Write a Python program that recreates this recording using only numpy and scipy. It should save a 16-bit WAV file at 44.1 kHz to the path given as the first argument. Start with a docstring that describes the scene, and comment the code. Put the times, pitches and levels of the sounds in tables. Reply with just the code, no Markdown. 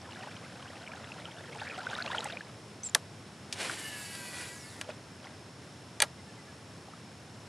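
"""On a calm lake, an angler in a kayak winds a surface lure home; it gurgles louder and leaves the water.
The line squeaks, the spool is let go with a click, and the cast flies: line hisses off as filtered noise
while the reel's electronic brake whines down with the spool, as a set of steady and gliding tones.
The lure plops in far away as short swells of froth, the reel clacks into gear as struck metal, and faint
low chirps follow. Behind it all are lapping water, a faint high trill and the rumble and hiss of open air."""
import sys
import numpy as np
from scipy import signal
from scipy.fft import rfft, irfft
from scipy.io import wavfile

SR = 44100
rng = np.random.default_rng(int(sys.argv[2]) if len(sys.argv) > 2 else 0)


def int16_out(signal):
    """Quantize to a 16-bit WAV file."""
    q = np.round(np.clip(np.atleast_2d(signal).T, -1, 1) * 32767)
    wavfile.write(sys.argv[1], SR, q.astype(np.int16))


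N = 329868
T = np.arange(N) / SR  # time of every sample, in seconds
EDGE_HZ = 13600  # top of the heard band

# the spool spins up, slows evenly in flight, then dies away under the thumb
LAUNCH_S, FLIGHT_S, THUMB_S, STOP_S = 3.55, 3.70, 4.425, 4.81
TOP_HZ, SAG_HZ_PER_S, SPIN_UP_S, THUMB_DECAY_S = 868, 525, .035, .272


def spool_speed():
    """The spool's speed through the cast, given as the pitch in Hz of the brake's generator."""
    spin_up = 1 - np.exp(-np.maximum(T - LAUNCH_S, 0) / SPIN_UP_S)
    flight = TOP_HZ - SAG_HZ_PER_S * (np.clip(T, FLIGHT_S, THUMB_S) - FLIGHT_S)
    thumb = np.exp(-np.maximum(T - THUMB_S, 0) / THUMB_DECAY_S)
    return 1 + spin_up * flight * thumb  # the 1 keeps it above zero


def running(rise_s, release_s=.02):
    """A gain that opens after the launch and shuts when the spool is stopped."""
    opening = np.clip((T - LAUNCH_S) / rise_s, 0, 1) ** 2
    return opening * np.clip(1 - (T - STOP_S) / release_s, 0, 1)


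BRAKE_HZ = 974.9  # how often the brake switches
WHINE_RISE_S, WHINE_FULL_HZ = 0.28, 430  # slow build-up; the whine fades with speed below this pitch
# harmonics of the brake's switching, relative levels:
# multiple of the brake's rate, level at full speed/dB, level at low speed/dB
BRAKE_HARMONICS = [(1, -66, -65), (2, -66, -56.5), (3, -54, -70.5), (4, -66, -68), (5, -76, -63),
                   (7, -67.5, -64), (8, -73, -70), (9, -62, -73), (10, -73, -63), (11, -62.5, -63),
                   (12, -57, -62)]
# how well the housing sends out the gliding side tones: f/Hz, relative level/dB
HOUSING_RESPONSE = [(500, -88.5), (1200, -72), (1720, -53.5), (2230, -58), (2700, -58), (3300, -64.5),
                    (4100, -68), (4550, -58), (5200, -68), (6200, -78.5), (8500, -70), (10400, -65),
                    (11400, -62), (12400, -77)]


def whine(line_db=0.5, side_db=-1.5, slow_hz=520, fast_hz=760, fade_db=-8, flicker_db=2.5):
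    """The brake chops the coil current: harmonics, with side tones one generator frequency away."""
    spool_hz = spool_speed() * (1 + 0.0052 * drift(60) + 0.013 * drift(400))
    speed = np.clip((spool_hz - slow_hz) / (fast_hz - slow_hz), 0, 1)
    chop = phase(BRAKE_HZ * (1 + 0.00044 * drift(70)))
    spin = phase(spool_hz)
    tones = np.zeros(N)
    for k, fast_level, slow_level in BRAKE_HARMONICS:
        level = line_db + slow_level + (fast_level - slow_level) * speed + 2.3 * drift(35)
        tones += amp(level) * np.sin(k * chop)
    # at low speed the side tones fade, except those around the second harmonic
    coasting = np.clip((slow_hz - spool_hz) / 170, 0, 1)
    for k in range(1, 13):
        for side in (-1, 1):
            hz = k * BRAKE_HZ + side * spool_hz
            fade = fade_db * coasting * (k != 2)
            level = side_db + read(HOUSING_RESPONSE, hz) + fade + flicker_db * drift(55)
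            # the upper tone of each pair gets a lift and the lower a cut, most of all low down
            tilt = 6 * side * (1 - coasting) / (k + 2)
            tones += amp(level + tilt) * np.sin(k * chop + side * spin + k * k)
    gain = running(WHINE_RISE_S) * np.minimum(spool_hz / WHINE_FULL_HZ, 1) * amp(1.3 * drift(70))
    return np.sqrt(2) * tones * gain


def bearing(multiple=23, heard_hz=5400, octaves=0.62, level_db=-54):
    """A fuzzy whistle from the spool's bearing sinks into hearing as the spool runs down."""
    hz = multiple * spool_speed()
    heard = np.exp(-(np.log2(hz / heard_hz) / octaves) ** 2) * (T > THUMB_S)
    return amp(level_db + 2.0 * drift(90)) * heard * np.sin(phase(hz + 200 * drift(1200)))


RUSH_DB, RUSH_DB_PER_OCTAVE = -50.5, 6.5  # level at top speed, and growth per doubling of speed
FIZZ_DB, FIZZ_DB_PER_OCTAVE = -48.5, 4
# colour of the line's broad rush: f/Hz, relative level/dB per Hz
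RUSH_COLOUR = [(120, -42), (200, -14), (274, -8), (324, -7.5), (616, -5.5), (807, -6.5), (1220, -7),
               (1390, -4.5), (1570, -3), (2480, -4.5), (6000, -13.5), (7800, -37), (13200, -120)]
# colour of the line's bright fizz: f/Hz, relative level/dB per Hz
FIZZ_COLOUR = [(2650, -25), (4500, -4), (6090, -8.5), (7690, -2), (8370, -4), (10800, -6.5), (12100, -17),
               (12300, -6), (14000, -25)]
# the line lashes at the throw and rubs as the thumb comes down:
# t/s, rise/s, fall/s, rush level/dB, fizz level/dB
LINE_SURGES = [(3.616, 0.039, .12, -36.5, -43), (4.415, 0.1, 0.081, -45, -49)]


def line(flutter=0.22, rise_s=0.068):
    """Line slaps through the guides, louder with speed and fluttering with each turn of the spool."""
    spool_hz = spool_speed()
    turn = 1 + flutter * np.sin(phase(spool_hz / 2))  # one turn per two generator cycles
    rush = colour(rng.standard_normal(N) * turn * amp(1.1 * drift(500)), RUSH_COLOUR)
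    fizz = colour(rng.standard_normal(N) * turn * amp(2.0 * drift(900)), FIZZ_COLOUR)
    octaves, gate = np.log2(spool_hz / TOP_HZ), running(rise_s)
    rush_gain = gate * amp(RUSH_DB + RUSH_DB_PER_OCTAVE * octaves)
    fizz_gain = gate * amp(FIZZ_DB + FIZZ_DB_PER_OCTAVE * octaves)
    for s, rise, fall, rush_db, fizz_db in LINE_SURGES:
        surge = swell(s, rise, fall)
        rush_gain = np.hypot(rush_gain, amp(rush_db) * surge)
        fizz_gain = np.hypot(fizz_gain, amp(fizz_db) * surge)
    return (rush * rush_gain + fizz * fizz_gain) * amp(.8 * drift(45))


# ways the reel's frame and side plates ring: f/Hz, relative level/dB, time to fade by 60 dB/s
FRAME_MODES = [(612, 8, 0.036), (937, -2, 0.058), (1210, -11, 0.084), (1390, -8.5, 0.084), (1654, 3, 0.038),
               (1940, 3.5, 0.023), (2095, -10, 0.046), (2380, 2.5, 0.028), (2905, -2, 0.029),
               (3350, -0.5, 0.029), (3630, -8, 0.0266), (3870, -3, 0.028), (4610, -1, 0.025),
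               (6120, -5.5, 0.04), (6400, -7, 0.028), (8012, 2, 0.021), (9000, 4.5, 0.018),
               (9670, -3, 0.018), (10050, -4, 0.0154), (11000, -16, .02)]
# blows of clutch, pinion and spool: t/s, level/dB, centre f/Hz, spread/octaves,
# crack's time to fade by 60 dB/s, relative frame level/dB, struck part's f/Hz, its relative level/dB
REEL_BLOWS = [(2.2440, -19, 7260, 0.31, .005, -19, 8000, -7), (2.887, -37, 3500, 1.4, .008, -3, 4100, -10),
              (2.9478, -16, 5700, .55, .012, -14, 5800, 2.5),
              (2.9484, -11.5, 4200, 0.63, .018, -8, 3540, 1.5),
              (2.9496, -9, 9500, 0.89, .012, -16, 10800, -2),
              (2.9500, -10, 2600, 1.9, 0.014, -21, 1753, -1.5),
              (2.9513, -18, 5500, .7, 0.013, -14, 4950, 0), (3.526, -22.5, 4300, 0.72, 0.069, -3, 4950, -2),
              (3.697, -30, 1500, 0.65, .07, -10, 1400, 5.5),
              (4.150, -28.5, 5000, 1.9, 0.041, -8, 4600, -14),
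              (4.813, -23, 2770, 1.3, 0.026, -7.5, 2930, -4.5),
              (6.0025, -13, 3570, 0.89, 0.015, -2.5, 7060, -1.5),
              (6.0190, -13, 9000, 1.8, .017, -5, 9660, -6), (6.0215, -5, 5800, 1.2, 0.011, -2.5, 4270, -12),
              (6.0237, -13, 4000, 1.8, 0.016, -4.5, 9350, 4), (6.025, -21.5, 2500, .5, .03, -3, 2240, -2),
              (6.035, -27, 1590, 1.8, .05, 0.5, 1150, -15)]
# a blow also knocks the rod's grip, a moment later and much duller
KNOCK_S, KNOCK_DB, KNOCK_GROWTH = 0.00138, -11, 1.36  # delay, level for a 0 dB blow, dB per dB of blow
# the grip's knock: the columns of the blows from centre f/Hz onward
GRIP_KNOCK = (800, .7, 0.0743, -24, 880, -3.5)


def clicks(tail_db=-28, tail_t60=0.11, part_t60=0.0085):
    """Each blow cracks, rings struck part and frame, knocks the grip and scatters round the hull."""
    out, t = np.zeros(N), np.arange(8192) / SR
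    f = np.fft.rfftfreq(len(t), 1 / SR) + 1
    frame = np.zeros(len(t))
    for k, (hz, db, t60) in enumerate(FRAME_MODES):
        frame += (-1) ** k * amp(db - 60 * t / t60) * np.sin(2 * np.pi * hz * t)
    frame = frame / abs(frame).max()
    lead = len(t) // 32  # room for the filter to spread ahead of the blow
    knocks = [(s + KNOCK_S, KNOCK_DB + KNOCK_GROWTH * db, *GRIP_KNOCK) for s, db, *_ in REEL_BLOWS]
    for s, db, centre_hz, spread, t60, frame_db, part_hz, part_db in list(REEL_BLOWS) + knocks:
        crack, scatter = rng.standard_normal((2, len(t))) / 2
        sound = amp(frame_db) * frame
        sound = sound + crack * amp(-2.5 - 60 * t / t60)
        sound = sound + scatter * amp(tail_db - 60 * t / tail_t60)
        # the hardness of the contact picks the band that is excited
        contact = 1 / (1 + (np.log2(f / centre_hz) / spread) ** 4) ** .5
        contact = contact / np.sqrt(np.mean(contact[f < EDGE_HZ] ** 2))
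        shaped = irfft(rfft(np.roll(sound, lead)) * contact)
        add(out, s - lead / SR, amp(db) * shaped)
        ring_s = part_t60 * (3500 / part_hz) ** .5  # low parts ring longer
        onset = np.minimum(t * part_hz * 2, 1)
        flex = amp(db + part_db - 60 * t / ring_s) * np.sin(2 * np.pi * part_hz * t) * onset
        add(out, s, np.diff(flex) * SR / (2 * np.pi * part_hz))  # it radiates by its velocity
    return out


PITCH_SAG = 0.058  # share of its pitch that each tone loses as it sounds
# the line squeaks near 2.85 s, then faint low chirps come after 6 s, perhaps the reel's handle turning
# or a distant bird: t/s, length/s, f/Hz, level/dB
SQUEAKS_AND_CHIRPS = [(2.832, 0.0075, 6100, -37.5), (2.840, .005, 7750, -35), (2.845, .009, 8050, -37),
                      (2.849, 0.035, 7480, -37), (2.893, 0.0074, 7100, -42), (6.172, 0.054, 2050, -61),
                      (6.271, 0.047, 1750, -61), (6.368, .05, 2030, -60), (6.47, .05, 1700, -59)]


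def squeaks_and_chirps(scrape_db=-12, waver=0.014):
    """Line squeaks, then low chirps: thin unsteady tones, each sagging in pitch, with a little scrape."""
    out, unsteady = np.zeros(N), 1 + waver * drift(1500)
    scrape_colour = [(800, -18), (4000, 1.0), (8500, 4), (12500, -16), (14000, -25)]  # f/Hz, level/dB
    scrape = colour(rng.standard_normal(N), scrape_colour)
    for s, length, hz, db in SQUEAKS_AND_CHIRPS:
        on = (T >= s) & (T < s + length)
        age = (T[on] - s) / length
        pitch = hz * unsteady[on] * (1 + PITCH_SAG * (.5 - age))
        tone = np.sqrt(2) * np.sin(phase(pitch))
        out[on] += amp(db) * np.sin(np.pi * age) * (tone + amp(scrape_db) * scrape[on])
    return out


CALM_DB = -65.5  # water lapping when nothing stirs it
# colour of the froth and small bubbles: f/Hz, relative level/dB per Hz
FROTH_COLOUR = [(120, -38), (200, -1.5), (395, -5), (768, -2.5), (1110, -9.5), (1460, -1), (2150, -8.5),
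                (3160, -7.5), (6030, -17.5), (8110, -20), (13000, -30.5)]
# the loudest air bubbles, before an overall trim: t/s, level/dB, f/Hz
LOUD_BUBBLES = [(0.1217, -35, 2780), (0.2723, -34, 825), (0.876, -31, 2260), (0.9186, -34.5, 2330),
                (1.1192, -30, 2610), (1.2547, -28.5, 3030), (1.6184, -28.5, 840), (1.669, -31, 1760),
                (1.869, -20.5, 1480), (1.913, -32, 1500), (1.952, -26, 3680), (1.9872, -24, 1400),
                (2.003, -25, 1460), (2.024, -22.5, 4200), (2.0629, -27, 2430), (2.1168, -27, 1600),
                (2.1476, -22, 1400), (2.183, -18, 3110), (2.2067, -25, 3864), (2.2571, -25.5, 814),
                (2.3239, -28.5, 3620), (2.371, -25.5, 2370), (2.408, -29, 1660), (3.797, -38.5, 288),
                (4.8903, -28, 594), (6.884, -38.5, 763), (6.936, -37, 1240)]
# water stirred by the lure as it nears the boat and lifts out: t/s, level/dB
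LURE_WAKE = [(0, -52), (.25, -48.5), (.45, -52.5), (1.0, -50), (1.45, -52), (1.64, -42.5), (1.86, -42.5),
             (2.02, -39.5), (2.27, -41.5), (2.45, -57), (2.6, -70)]
# the lure lands and stirs the water far away: t/s, rise/s, fall/s, level/dB
LURE_SPLASHES = [(4.905, 0.032, 0.021, -44), (5.27, 0.038, 0.029, -48), (6.93, 0.065, .05, -61)]


def water(per_s=600, size_db=4.5, froth_db=-8.5, small_db=-4, large_db=-.5):
    """Small bubbles swarm over soft froth, with gurgles and single larger bubbles standing out."""
    small, large = np.zeros(N), np.zeros(N)
    wake = amp(curve(LURE_WAKE, axis=1, outside=-120))
    churn = amp(CALM_DB) + wake
    for s, rise, fall, db in LURE_SPLASHES:
        churn = churn + amp(db) * swell(s, rise, fall)
    for when, pitch, size, ring in rng.random((int(per_s * N / SR), 4)):
        strength = amp(size_db * min(-np.log(1 - size), 3.2))
        hz = 440 * 20 ** pitch
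        add(small, when * N / SR, strength * bubble(hz, 2 + 4 * ring, rise=0.022) * hz ** 0.65)
    for s, db, hz in LOUD_BUBBLES:
        add(large, s, amp(db + large_db) * bubble(hz, cycles=4.3 * (hz / 1500) ** 0.21, rise=0.009))
    froth = colour(rng.standard_normal(N) * amp(3.4 * drift(120)), FROTH_COLOUR)
    swarm = colour(small, FROTH_COLOUR)
    return churn * (amp(froth_db) * froth + amp(small_db) * swarm) + wake * gurgle() + large


GURGLE_PER_S, GURGLE_LOW_HZ, GURGLE_OCTAVES = 30, 561, 2.7  # the middling bubbles of the wake
GURGLE_DB, GURGLE_SPREAD_DB = 4.5, 4  # their strength over the wake's level, and its spread either way


def gurgle(cycles=11, rise=.045):
    """The lure keeps folding air into the water: rising chirps of many pitches at loose intervals."""
    out = np.zeros(N)
    for k, (when, pitch, size, glide) in enumerate(rng.random((int(GURGLE_PER_S * N / SR), 4))):
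        hz = GURGLE_LOW_HZ * 2 ** (GURGLE_OCTAVES * pitch)
        db = GURGLE_DB + GURGLE_SPREAD_DB * (2 * size - 1)
        chirp = bubble(hz, cycles * (hz / 1500) ** .5, 2 * rise * glide)
        add(out, (k + 2 * when) / GURGLE_PER_S, amp(db) * chirp)
    return out


def bubble(hz, cycles, rise):
    """An air pocket rings for some cycles, its pitch rising as it nears the surface."""
    t = np.arange(3000) / SR
    age = t * hz / cycles
    onset = 1 - np.exp(-t * hz / 0.65)
    return onset * np.exp(-age) * np.sin(2 * np.pi * hz * t * (1 + rise * np.minimum(age, 6)))


def trill(per_s=64.5, hz=5330, sweep_hz=170, level_db=-66.0):
    """A faint trill, as of an insect on the shore: short chirps, each falling in pitch as it sounds."""
    beat = phase(per_s * (1 + 0.0525 * drift(40)))
    pitch = hz - sweep_hz * np.sin(beat) + 70 * drift(150)
    return amp(level_db + drift(60)) * unit((1 + np.cos(beat)) * np.sin(phase(pitch)))


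AIR_DB = -51
# colour of the still air over the lake: f/Hz, relative level/dB per Hz
AIR_COLOUR = [(18, -82), (30, -48.5), (59, -27.5), (84, -4.5), (111, -1.5), (201, -5.5), (241, -7),
              (482, -12.5), (577, -12.5), (708, -14.5), (2910, -23), (5260, -25.5), (5830, -26.5),
              (10800, -32), (14000, -43)]


def air():
    """Low rumble and hiss of the open lake, as gently wavering coloured noise."""
    return amp(AIR_DB) * colour(rng.standard_normal(N) * amp(.5 * drift(11)), AIR_COLOUR)


# colour of the hiss that differs between left and right: f/Hz, relative level/dB per Hz
WIDE_AIR_COLOUR = [(35, -42), (60, -14), (104, -5.5), (417, -4.5), (467, -5), (3030, -9.5), (10600, -16.5),
                   (11900, -23), (14000, -49)]


def wide_air(level_db=-66):
    """Hiss that reaches the two ears with opposite signs, so the open air sounds wide."""
    return amp(level_db) * colour(rng.standard_normal(N), WIDE_AIR_COLOUR)


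def amp(db):
    """Decibels to gain."""
    return 10 ** (np.asarray(db) / 20)


def unit(x):
    """Scales to an rms (average strength) of 1."""
    return x / np.sqrt(np.mean(x ** 2) + 1e-20)


def read(points, hz):
    """A spectrum's value at hz, joining its points on a log-frequency axis."""
    f, value = np.transpose(points)
    return np.interp(np.log(hz + 1), np.log(f + 1), value)


def curve(rows, axis, outside=None):
    """One column of a time table at every sample."""
    columns = np.transpose(rows)
    return np.interp(T, columns[0], columns[axis], outside, outside)


def colour(x, points):
    """Filters x by a spectrum, then scales it to rms 1."""
    gain = amp(read(points, np.fft.rfftfreq(N, 1 / SR)))
    return unit(irfft(rfft(x) * gain, N))


def drift(rate_hz):
    """Random wandering of rms 1, with rate_hz new random values a second."""
    knots = rng.standard_normal(N // 8)
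    return unit(np.interp(T * rate_hz, np.arange(len(knots)), knots))


def phase(hz):
    """Running angle of a moving frequency."""
    return 2 * np.pi * np.cumsum(hz) / SR


def swell(s, rise_s, fall_s):
    """A gain that grows to 1 at time s and dies away."""
    return np.exp(-np.maximum((s - T) / rise_s, (T - s) / fall_s))


def add(mix, s, sound):
    """Mixes a sound in at time s."""
    part = mix[max(round(s * SR), 0):][:len(sound)]
    part += sound[:len(part)]


def scene():
    """All sounds sit dead centre; only a part of the open air's hiss has width."""
    cast = whine() + bearing() + line() + clicks() + squeaks_and_chirps()
    centre = cast + water() + trill() + air()
    side = wide_air()
    return np.array([centre + side, centre - side])


def record(dry):
    """The microphones trim the deepest bass and roll off the top; then a low-pass limits the band."""
    points = [(30, -2), (70, 2.0), (10800, 0.5), (12200, -8.5), (13500, -23)]  # f/Hz, level/dB
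    response = amp(read(points, np.fft.rfftfreq(N, 1 / SR)))
    heard = irfft(rfft(dry) * response, N)
    low_pass = signal.firwin(255, EDGE_HZ, window=("kaiser", 9), fs=SR)
    return signal.oaconvolve(heard, low_pass[None], "same")


dry = scene()
out = record(dry)
int16_out(out)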